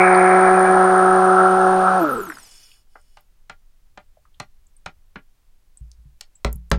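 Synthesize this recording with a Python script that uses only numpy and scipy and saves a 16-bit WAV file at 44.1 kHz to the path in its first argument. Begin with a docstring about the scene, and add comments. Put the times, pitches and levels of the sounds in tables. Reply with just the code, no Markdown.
"""A stick blender whisks thin liquid in a plastic tub: the spinning shaft hums, the blade tears the
liquid into a frothy wash, and the motor's brushes hiss, buzz and squeal. Switched off, it coasts
down with a rasp. The idle head stirs, taps the tub wall and is lifted out with a few small ticks.
The tub bumps lightly on the table and lands with two knocks, its wall clacking over a low boom."""
import sys
import numpy as np
from scipy import signal
from scipy.fft import rfft, irfft, next_fast_len
from scipy.io import wavfile
from scipy.ndimage import uniform_filter1d, minimum_filter1d

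SR = 44100
rng = np.random.default_rng(int(sys.argv[2]) if len(sys.argv) > 2 else 0)


def unload_wav(signal):
    """Save mono or channel-first audio to the path in sys.argv[1] as 16-bit WAV at rate SR, clipped to [-1, 1]."""
    wavfile.write(
        sys.argv[1],
        SR,
        np.round(np.clip(np.atleast_2d(signal).T, -1, 1) * 32767).astype(np.int16),
    )


N = 299290
TIME = np.arange(N) / SR
SWITCH_OFF_S, MAINS_HZ, CUTOFF_HZ = 1.982, 60, 15800
SEGMENTS = 24   # around the commutator
TEAR_SPEED = 98.4   # turns/s; below this the blade lets go of the liquid


def from_db(db):
    """Decibels to gain."""
    return 10 ** (np.asarray(db) / 20)


def rms_one(x):
    """Scale to unit power."""
    return x / np.sqrt(np.mean(x ** 2) + 1e-20)


def noise(size=N):
    """White noise."""
    return rng.standard_normal(size)


def cut(x, hz, kind, order=2):
    """Butterworth filter."""
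    sections = signal.butter(order, np.clip(hz, 5, .48 * SR), kind, fs=SR, output="sos")
    return signal.sosfilt(sections, x + 1e-18)


def drift(hz):
    """Random wander below hz, at unit power."""
    return rms_one(cut(noise(N + SR), hz, "low")[SR:])


def gain_at(curve, hz):
    """Gain of an EQ curve, read on a log axis."""
    points, db = np.transpose(curve)
    return from_db(np.interp(np.log(hz + 1e-3), np.log(points), db))


def coloured(x, curve):
    """Shape a sound with an EQ curve; unit power."""
    size = next_fast_len(N)
    gain = gain_at(curve, np.arange(size // 2 + 1) * SR / size)
    return rms_one(irfft(rfft(x, size) * gain, size)[:N])


def resonate(x, hz, width_hz):
    """A resonance with gain 1 at its peak."""
    r = np.exp(-np.pi * width_hz / SR)
    feedback = [1, -2 * r * np.cos(2 * np.pi * hz / SR), r * r]
    return signal.lfilter(np.array([1, 0, -1]) * (1 - r * r) / 2, feedback, x)


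def held(start_s, end_s, fade_s):
    """An envelope that rises, holds and falls."""
    return np.clip(np.minimum(TIME - start_s, end_s - TIME) / fade_s, 0, 1)


def swells(rows):
    """Smooth rises and dips of a level, in dB."""
    return sum(db * np.exp(-((TIME - s) / half_s) ** 2) for s, half_s, db in rows)


def with_speed(speed, db_per_octave):
    """Gain that falls with every halving of the shaft speed; 1 at full speed."""
    return from_db(db_per_octave * np.log2(speed / speed.max() + 1e-6))


def dying(t60, size=22050):
    """A decay that loses 60 dB in t60 seconds."""
    return from_db(-60 * TIME[:size] / t60)


def struck(modes, vary_db, size=22050):
    """A blow sets each mode ringing with a strength of its own; peak 1."""
    out = 0
    for k, (hz, db, t60) in enumerate(modes):
        strength = (-1) ** k * from_db(db + vary_db * rng.normal())
        out = out + strength * dying(t60, size) * np.sin(2 * np.pi * hz * TIME[:size])
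    return out / np.abs(out).max()


def crack(low_hz, high_hz, t60):
    """A short burst of contact noise, starting near unit power."""
    decay = dying(t60)
    burst = cut(cut(noise(len(decay)) * decay, low_hz, "high"), high_hz, "low")
    return burst * np.sqrt(np.sum(decay ** 2) / np.sum(burst ** 2))


def ping(hz, spread, t60):
    """A brief burst that rings around one pitch."""
    band = [hz / (1 + spread), hz * (1 + spread)]
    return cut(crack(*band, t60), band, "band")


def add(out, s, sound):
    """Mix a sound in at a time."""
    at = int(s * SR)
    out[at:at + len(sound)] += sound[:N - at]


def room_tone(level_db=-51.5):
    """A bed of faint air and low rumble."""
    # colour of the room's air: f/Hz, level/dB
    air_eq = [(12, 5), (25, -6), (38, -20.5), (70, -28), (146, -39), (300, -45), (1400, -49.5), (4400, -53),
              (8000, -54.5), (15000, -56)]
    return from_db(level_db) * coloured(cut(noise(), 16, "high"), air_eq)


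def kitchen(x, t60=0.093, wet_db=-15.5, wall_hz=6000, build_s=0.023):
    """Close walls return a short, slightly dull tail."""
    decay = dying(t60)
    tail = cut(noise(len(decay)), wall_hz, "low") * decay
    tail *= np.clip(TIME[:len(tail)] / build_s, 0, 1)
    return x + from_db(wet_db) * signal.fftconvolve(x, tail / np.linalg.norm(tail))[:N]


def rumble_and_slosh(speed, rest_db=-70, handling_db=-67, stir_db=-72.5):
    """Low rumble of the hand-held blender while it runs, and a dull slosh when the hand stirs."""
    handling = from_db(handling_db) * speed / speed.max()
    stirring = from_db(stir_db) * held(3.7, 5.32, fade_s=0.27)
    return (from_db(rest_db) + handling + stirring) * rms_one(cut(noise(), [22, 75], "band"))


def plops_and_ticks(tick_trim_db=-5.0):
    """Liquid slaps and tiny ticks; the narrower a tick's band, the longer it rings."""
    # last slaps of the slowing blade, then small plops: t/s, level/dB, f/Hz
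    plops = [(2.267, -21, 1340), (2.299, -16, 1420), (2.32, -20, 1470), (2.37, -28, 1300),
             (2.385, -31, 1340), (4.17, -42, 616), (4.252, -44.5, 1350)]
    # ticks of plastic and drops: t/s, level/dB, f/Hz, relative width
    ticks = [(.148, -18, 4500, 0.069), (2.715, -32.5, 2860, 0.13), (3.014, -49, 8600, 0.11),
             (3.208, -46, 12800, 0.19), (4.343, -42, 3350, .1), (4.668, -44, 7350, 0.084),
             (4.766, -38, 8750, .07), (5.772, -29.5, 8300, 0.073), (5.916, -35.5, 5660, 0.53),
             (6.353, -30, 7730, 0.036), (6.528, -21, 10400, 0.47), (6.558, -32.5, 11600, 0.18),
             (6.702, -36, 9000, 0.31)]
    out = np.zeros(N)
    for s, db, hz in plops:
        add(out, s, from_db(db) * ping(hz, spread=.2, t60=.025))
    for s, db, hz, width in ticks:
        add(out, s, from_db(db + tick_trim_db) * ping(hz, width, t60=.008 / np.sqrt(width)))
    return out


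def taps(ring_db=-0.5, crack_db=-6.5, thud_db=7.0, edge_db=8.0, attack_s=0.0036, firm_hz=7000):
    """The steel head hits the plastic wall: a crack, a ring and a thud; glancing taps are duller."""
    # head against the wall: t/s, wall level/dB, thud level/dB, edge level/dB
    hits = [(2.955, -28, -81, -83), (3.171, -35, -65, -45.5), (3.497, -23, -53.5, -37.5),
            (3.975, -25, -54.5, -44.5), (4.4, -19.5, -41.5, -26.5), (4.861, -18, -42.5, -30.5),
            (5.158, -21, -41.5, -47.5), (6.21, -40, -83, -24.5)]
    # modes of the tub wall: f/Hz, level/dB, t60/s
    wall_modes = [(595, 4.5, 0.11), (806, 22, 0.041), (1070, -25, 0.049), (1403, 19, 0.07),
                  (1550, 12, 0.02), (1987, 13, 0.017), (2420, -43, 0.026), (3330, -32.5, .04),
                  (4123, 25, 0.01)]
    out = np.zeros(N)
    for s, level, thud, edge in hits:
        top_hz = firm_hz * from_db(min(edge - level, 0) / 4)
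        wall = from_db(ring_db) * struck(wall_modes, vary_db=3.5)
        wall += from_db(crack_db) * crack(530, 1980, t60=0.05)
        wall = from_db(level) * cut(cut(wall, 360, "high"), top_hz, "low", order=3)
        snap = from_db(edge + edge_db) * cut(crack(2700, 7000, t60=0.012), 2 * top_hz, "low", order=6)
        tap = wall + snap + from_db(thud + thud_db) * crack(134, 153, t60=0.092)
        add(out, s - .001, tap * np.clip(TIME[:len(tap)] / attack_s, 0, 1))
    return out


def knocks(ring_db=-0.5, crack_db=-2.5, body_db=-14.0, edge_db=-8.0, boom_lag_s=0.0031):
    """The tub lands: its wall clacks and the table top booms."""
    # tub on the table: t/s, clack level/dB, boom level/dB
    landings = [(5.807, -77, -30), (5.982, -78, -43), (6.052, -80, -41.5), (6.447, -13.5, -15),
                (6.546, -80, -24.5), (6.715, -8, -10.5)]
    # modes of the tub's base: f/Hz, level/dB, t60/s
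    base_modes = [(224, 0, .2), (357, -17, 0.23), (419, -5, 0.16), (555, -2.5, 0.13), (669, 0.5, 0.07),
                  (945, -6, 0.083), (1066, -10, 0.053), (1340, -6, 0.12), (2030, -1.5, 0.017)]
    # modes of the table top: f/Hz, level/dB, t60/s
    table_modes = [(56.76, 3, 0.5), (140, -6.5, 0.24), (177.3, -15.5, 0.38), (218, -23, 0.09),
                   (310, -44, 0.061)]
    out = np.zeros(N)
    for s, clack, boom in landings:
        wall = from_db(ring_db) * struck(base_modes, vary_db=0.5)
        wall += from_db(crack_db) * crack(330, 1580, t60=0.019)
        wall += from_db(body_db) * crack(114, 870, t60=0.16)
        wall += from_db(edge_db) * crack(4200, 4200, t60=0.019)
        add(out, s, from_db(clack) * wall)
        add(out, s + boom_lag_s, -from_db(boom) * struck(table_modes, vary_db=4.5))
    return out


def shaft(wobble_rad=0.0083, dry_friction=111, viscous_drag=.6, blade_drag=.0087):
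    """Speed, turns and mains ripple: pulses nudge the powered shaft, then friction and drag stop it."""
    # under power, a little faster once the liquid moves: t/s, speed/(turns/s)
    run_speed = [(0, 184.2), (.25, 184.6), (.42, 186.4), (.9, 186.0), (1.7, 186.7)]
    running = np.interp(TIME, *np.transpose(run_speed))
    falling = np.linspace(running[-1], 0, 2000)
    braking = dry_friction + viscous_drag * falling + blade_drag * falling ** 2   # turns/s lost each s
    elapsed = np.cumsum((falling[0] - falling[1]) / braking)
    speed = np.where(TIME < SWITCH_OFF_S, running, np.interp(TIME - SWITCH_OFF_S, elapsed, falling))
    mains = np.cos(2 * np.pi * MAINS_HZ * TIME) * np.clip((SWITCH_OFF_S - TIME) * MAINS_HZ, 0, 1)
    turns = np.cumsum(speed) / SR + wobble_rad * mains / (2 * np.pi)
    return speed, turns, mains


def rasp(speed, turns, grip=0.53, rotor_db=-53.5, loudest_speed=32, scrape_db=-70):
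    """Friction rings the steel shaft: the rotor rasps at low speed, then a scrape as stirring begins."""
    # resonances of shaft and coupling: f/Hz, width/Hz, level/dB
    steel_modes = [(1600, 83, -9), (2513, 120, -5.5), (2995, 81, 4), (3410, 80, 3.5), (4640, 110, 2),
                   (5200, 280, 5.5), (6800, 380, -1.5), (8570, 250, 0.5), (9800, 1000, -8)]
    segment_ripple = grip * np.minimum(speed / 10, 1) * np.cos(2 * np.pi * SEGMENTS * turns)
    friction = noise() * (1 + segment_ripple)
    rings = sum(from_db(db) * resonate(friction, hz, width) for hz, width, db in steel_modes)
    pace = speed / loudest_speed
    rotor = from_db(rotor_db) * pace * np.exp((1 - pace ** 2) / 2)
    scrape = from_db(scrape_db) * held(2.87, 3.25, fade_s=0.061)
    return (rotor + scrape) * rms_one(rings)


def gurgles():
    """Pockets of air ring briefly as the blade swallows them."""
    # gulps of air: t/s, level/dB, f/Hz
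    gulps = [(.41, -22, 2290), (0.537, -20, 2385), (0.655, -22, 2310)]
    out = np.zeros(N)
    for s, db, hz in gulps:
        add(out, s, from_db(db) * ping(hz, spread=.04, t60=.25))
    return out


def brushes(speed, turns, hiss_db=-42, run_buzz_db=-69.5, coast_buzz_db=-43, flare_db=4.0):
    """Brushes hiss and click over the commutator; the buzz sweeps through the housing's resonances."""
    # colour of motor air and brush friction: f/Hz, level/dB
    hiss_eq = [(300, -0.5), (2500, 1), (4000, -3.5), (5000, -5.5), (5600, -6.5), (7000, -11), (10200, -18),
               (12000, -21.5), (13400, -15), (14500, -30), (16000, -36)]
    # how the housing radiates the buzz: f/Hz, level/dB
    housing_eq = [(1500, -13), (3000, -16), (4100, -15.5), (5200, 1), (6300, -2.5), (7500, -0.5),
                  (9400, 4.5), (10700, -6), (11900, 10.5), (12800, -1.5), (13900, 5), (14700, -7),
                  (15500, -1)]
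    # commutator partials: multiple of the segment rate, level/dB
    partials = [(1, -14.5), (2, -17), (3, -4), (4, -5), (5, -4.5), (6, -1), (7, -5), (10, 1)]
    coasting = held(SWITCH_OFF_S, np.inf, fade_s=.02)
    hiss_level = from_db(hiss_db) * with_speed(speed, db_per_octave=8.5)
    buzz_db = run_buzz_db + (coast_buzz_db - run_buzz_db) * coasting
    buzz_level = from_db(buzz_db) * with_speed(speed, db_per_octave=5)
    rattle_rad = .06 + 0.28 * speed / speed.max()
    angle = 2 * np.pi * SEGMENTS * turns + rattle_rad * drift(150)
    edge_hz = 4000 + 70 * speed   # the clicks soften as the rotor slows
    buzz = 0
    for k in range(1, 11):
        hz = k * SEGMENTS * speed
        in_band = np.clip((CUTOFF_HZ - hz) / 500 + 1, 0, 1)
        flicker = from_db((1 + flare_db * coasting) * drift(60))
        softened = 1 / np.sqrt(1 + (hz / edge_hz) ** 8)
        gain = in_band * flicker * softened * gain_at(housing_eq, hz) * gain_at(partials, k)
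        buzz = buzz + gain * np.sin(k * angle + rng.uniform(0, 2 * np.pi))
    each_turn = 1 + 0.14 * np.cos(2 * np.pi * turns)
    return hiss_level * coloured(noise() * each_turn, hiss_eq) + buzz_level * buzz * each_turn


def squeal(pitch_hz=8989, level_db=-34.5, swing_hz=75, wander_hz=7, scatter_rad=0.32, rough_db=3.0):
    """A brush sings at its own pitch, swelling and bending at the mains rate; it dies after switch-off."""
    pulse = np.cos(2 * np.pi * MAINS_HZ * TIME + 1.49)
    hz = pitch_hz + swing_hz * pulse + wander_hz * drift(4.5)
    angle = 2 * np.pi * np.cumsum(hz) / SR + scatter_rad * drift(63)
    tone = rms_one((1 + 0.5 * pulse) * from_db(rough_db * drift(160)) * np.sin(angle))
    fade_db = 8 * np.minimum(TIME / SWITCH_OFF_S, 1) ** 2
    release_db = 12 * held(SWITCH_OFF_S, np.inf, fade_s=0.053) + 46 * np.maximum(TIME - SWITCH_OFF_S, 0)
    return from_db(level_db - fade_db - release_db) * tone


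def hum(speed, turns, mains, level_db=-12, sag_db_per_s=1.61, throb=0.05, radiation_hz=125):
    """Shaft unbalance and two blade tips drone; torque pulses add a throb, and coasting a burble."""
    # hum partials: multiple of the shaft rate, level/dB
    partials = [(1, -5), (2, 3.5), (3, -5.5), (4, 4), (5, -25.5), (6, -9), (7, -16.5), (8, -13.5), (9, -25),
                (10, -30.5)]
    # a dead spot and two resonances of the handle: f/Hz, half width/Hz, level/dB
    handle = [(152.9, 12, -11), (326, 26, 8), (418, 22, 9.5)]
    # the blade-tip tone, partial 2, dips once: t/s, half length/s, level/dB
    tip_dips = [(1.915, .1, -13)]
    level = from_db(level_db - sag_db_per_s * TIME) * with_speed(speed, db_per_octave=22)
    level *= np.minimum(speed / TEAR_SPEED, 1) ** 3
    rough_rad = 0.032 + .6 * (1 - speed / speed.max())
    angle = 2 * np.pi * turns + rough_rad * drift(29)
    waver_db = 0.55 + 6.5 * rough_rad
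    out = 0
    for k, db in partials:
        handle_db = sum(peak * np.exp(-((k * speed - hz) / width) ** 2) for hz, width, peak in handle)
        gain = from_db(db + handle_db + (k == 2) * swells(tip_dips) + waver_db * drift(18))
        out = out + gain * np.sin(k * angle + rng.uniform(0, 2 * np.pi))
    # the small handle radiates deep tones poorly
    out = cut(out * (1 + throb * mains), radiation_hz, "high", order=3)
    return level * out / np.std(out[TIME < SWITCH_OFF_S])


def froth(wash, clear_hz=2345, froth_hz=1533, settle_s=0.75):
    """Whisked-in air swallows the treble: the top edge slides down through crossfaded low-passes."""
    edges = np.geomspace(1200, 3000, 7)
    edge_hz = froth_hz + (clear_hz - froth_hz) * np.exp(-TIME / settle_s)
    fader = np.interp(edge_hz, edges, np.arange(len(edges)))
    out = 0
    for k, hz in enumerate(edges):
        dulled = signal.sosfiltfilt(signal.butter(7, hz, fs=SR, output="sos"), wash)
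        out = out + np.maximum(1 - abs(fader - k), 0) * dulled
    return cut(out, 2550, "low", order=14)


def churn(speed, turns, wash_db=-7.5, sag_db_per_s=2.15, guard_db=-23.5, chop=0.54):
    """Each turn of the blade tears the liquid; the wash sags as it froths, and the blade guard rings."""
    # colour of the blade's wash: f/Hz, level/dB
    wash_eq = [(60, -40), (200, -36), (270, -26), (330, -10.5), (480, -9), (600, -7), (680, -3),
               (900, -1.5), (1100, -8), (1500, -6), (2000, -5.5), (2600, -2)]
    # resonances of the filled tub: f/Hz, width/Hz, level/dB
    tub_modes = [(678.7, 33, -2.5), (712, 7.3, -6.5), (807, 23, -1.5), (1032.5, 43, 0), (1661, 47, 4.5),
                 (2310, 220, 4.5)]
    # resonances of the submerged guard: f/Hz, width/Hz, level/dB
    guard_modes = [(1300, 43, 10.5), (1325, 100, 13)]
    # the guard's ring swells and sinks: t/s, half length/s, level/dB
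    guard_swells = [(1.1, 0.1, 4), (1.4, 0.095, 6.5), (1.76, 0.068, -5), (1.89, 0.045, 4),
                    (1.985, 0.018, -7.5)]
    passes = (1 + chop * np.cos(2 * np.pi * turns)) * from_db(0.5 * drift(50))
    tearing = noise() * passes
    tub = sum(from_db(db + 2.5 * drift(24)) * resonate(tearing, hz, width) for hz, width, db in tub_modes)
    wash = froth(coloured(tearing + tub, wash_eq))
    wash_level = from_db(wash_db - sag_db_per_s * TIME) * with_speed(speed, db_per_octave=21.5)
    guard = sum(from_db(db) * resonate(noise() * passes, hz, width) for hz, width, db in guard_modes)
    guard = rms_one(cut(guard, [1050, 1600], "band", order=3))
    guard_level = from_db(guard_db + swells(guard_swells)) * with_speed(speed, db_per_octave=8.5)
    guard_level *= np.minimum(speed / TEAR_SPEED, 1) ** 10
    return wash_level * wash + guard_level * guard


def scene():
    """Mono mix: the blender dry, the contacts with a short tail, rumble, slosh and room tone beneath."""
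    speed, turns, mains = shaft()
    blender = hum(speed, turns, mains) + churn(speed, turns) + brushes(speed, turns)
    blender = blender + squeal() + rasp(speed, turns) + gurgles()
    contacts = kitchen(taps() + knocks() + plops_and_ticks())
    return (blender + contacts + room_tone() + rumble_and_slosh(speed))[None]


def record(dry, ceiling=.82):
    """A smooth limiter holds the peaks down; the top is cut steeply."""
    gain = minimum_filter1d(np.minimum(1, ceiling / (np.abs(dry) + 1e-9)), size=441)
    gain = uniform_filter1d(uniform_filter1d(gain, size=221), size=221)
    return signal.sosfilt(signal.ellip(10, .1, 80, CUTOFF_HZ, fs=SR, output="sos"), dry * gain)


dry = scene()
out = record(dry)
unload_wav(out)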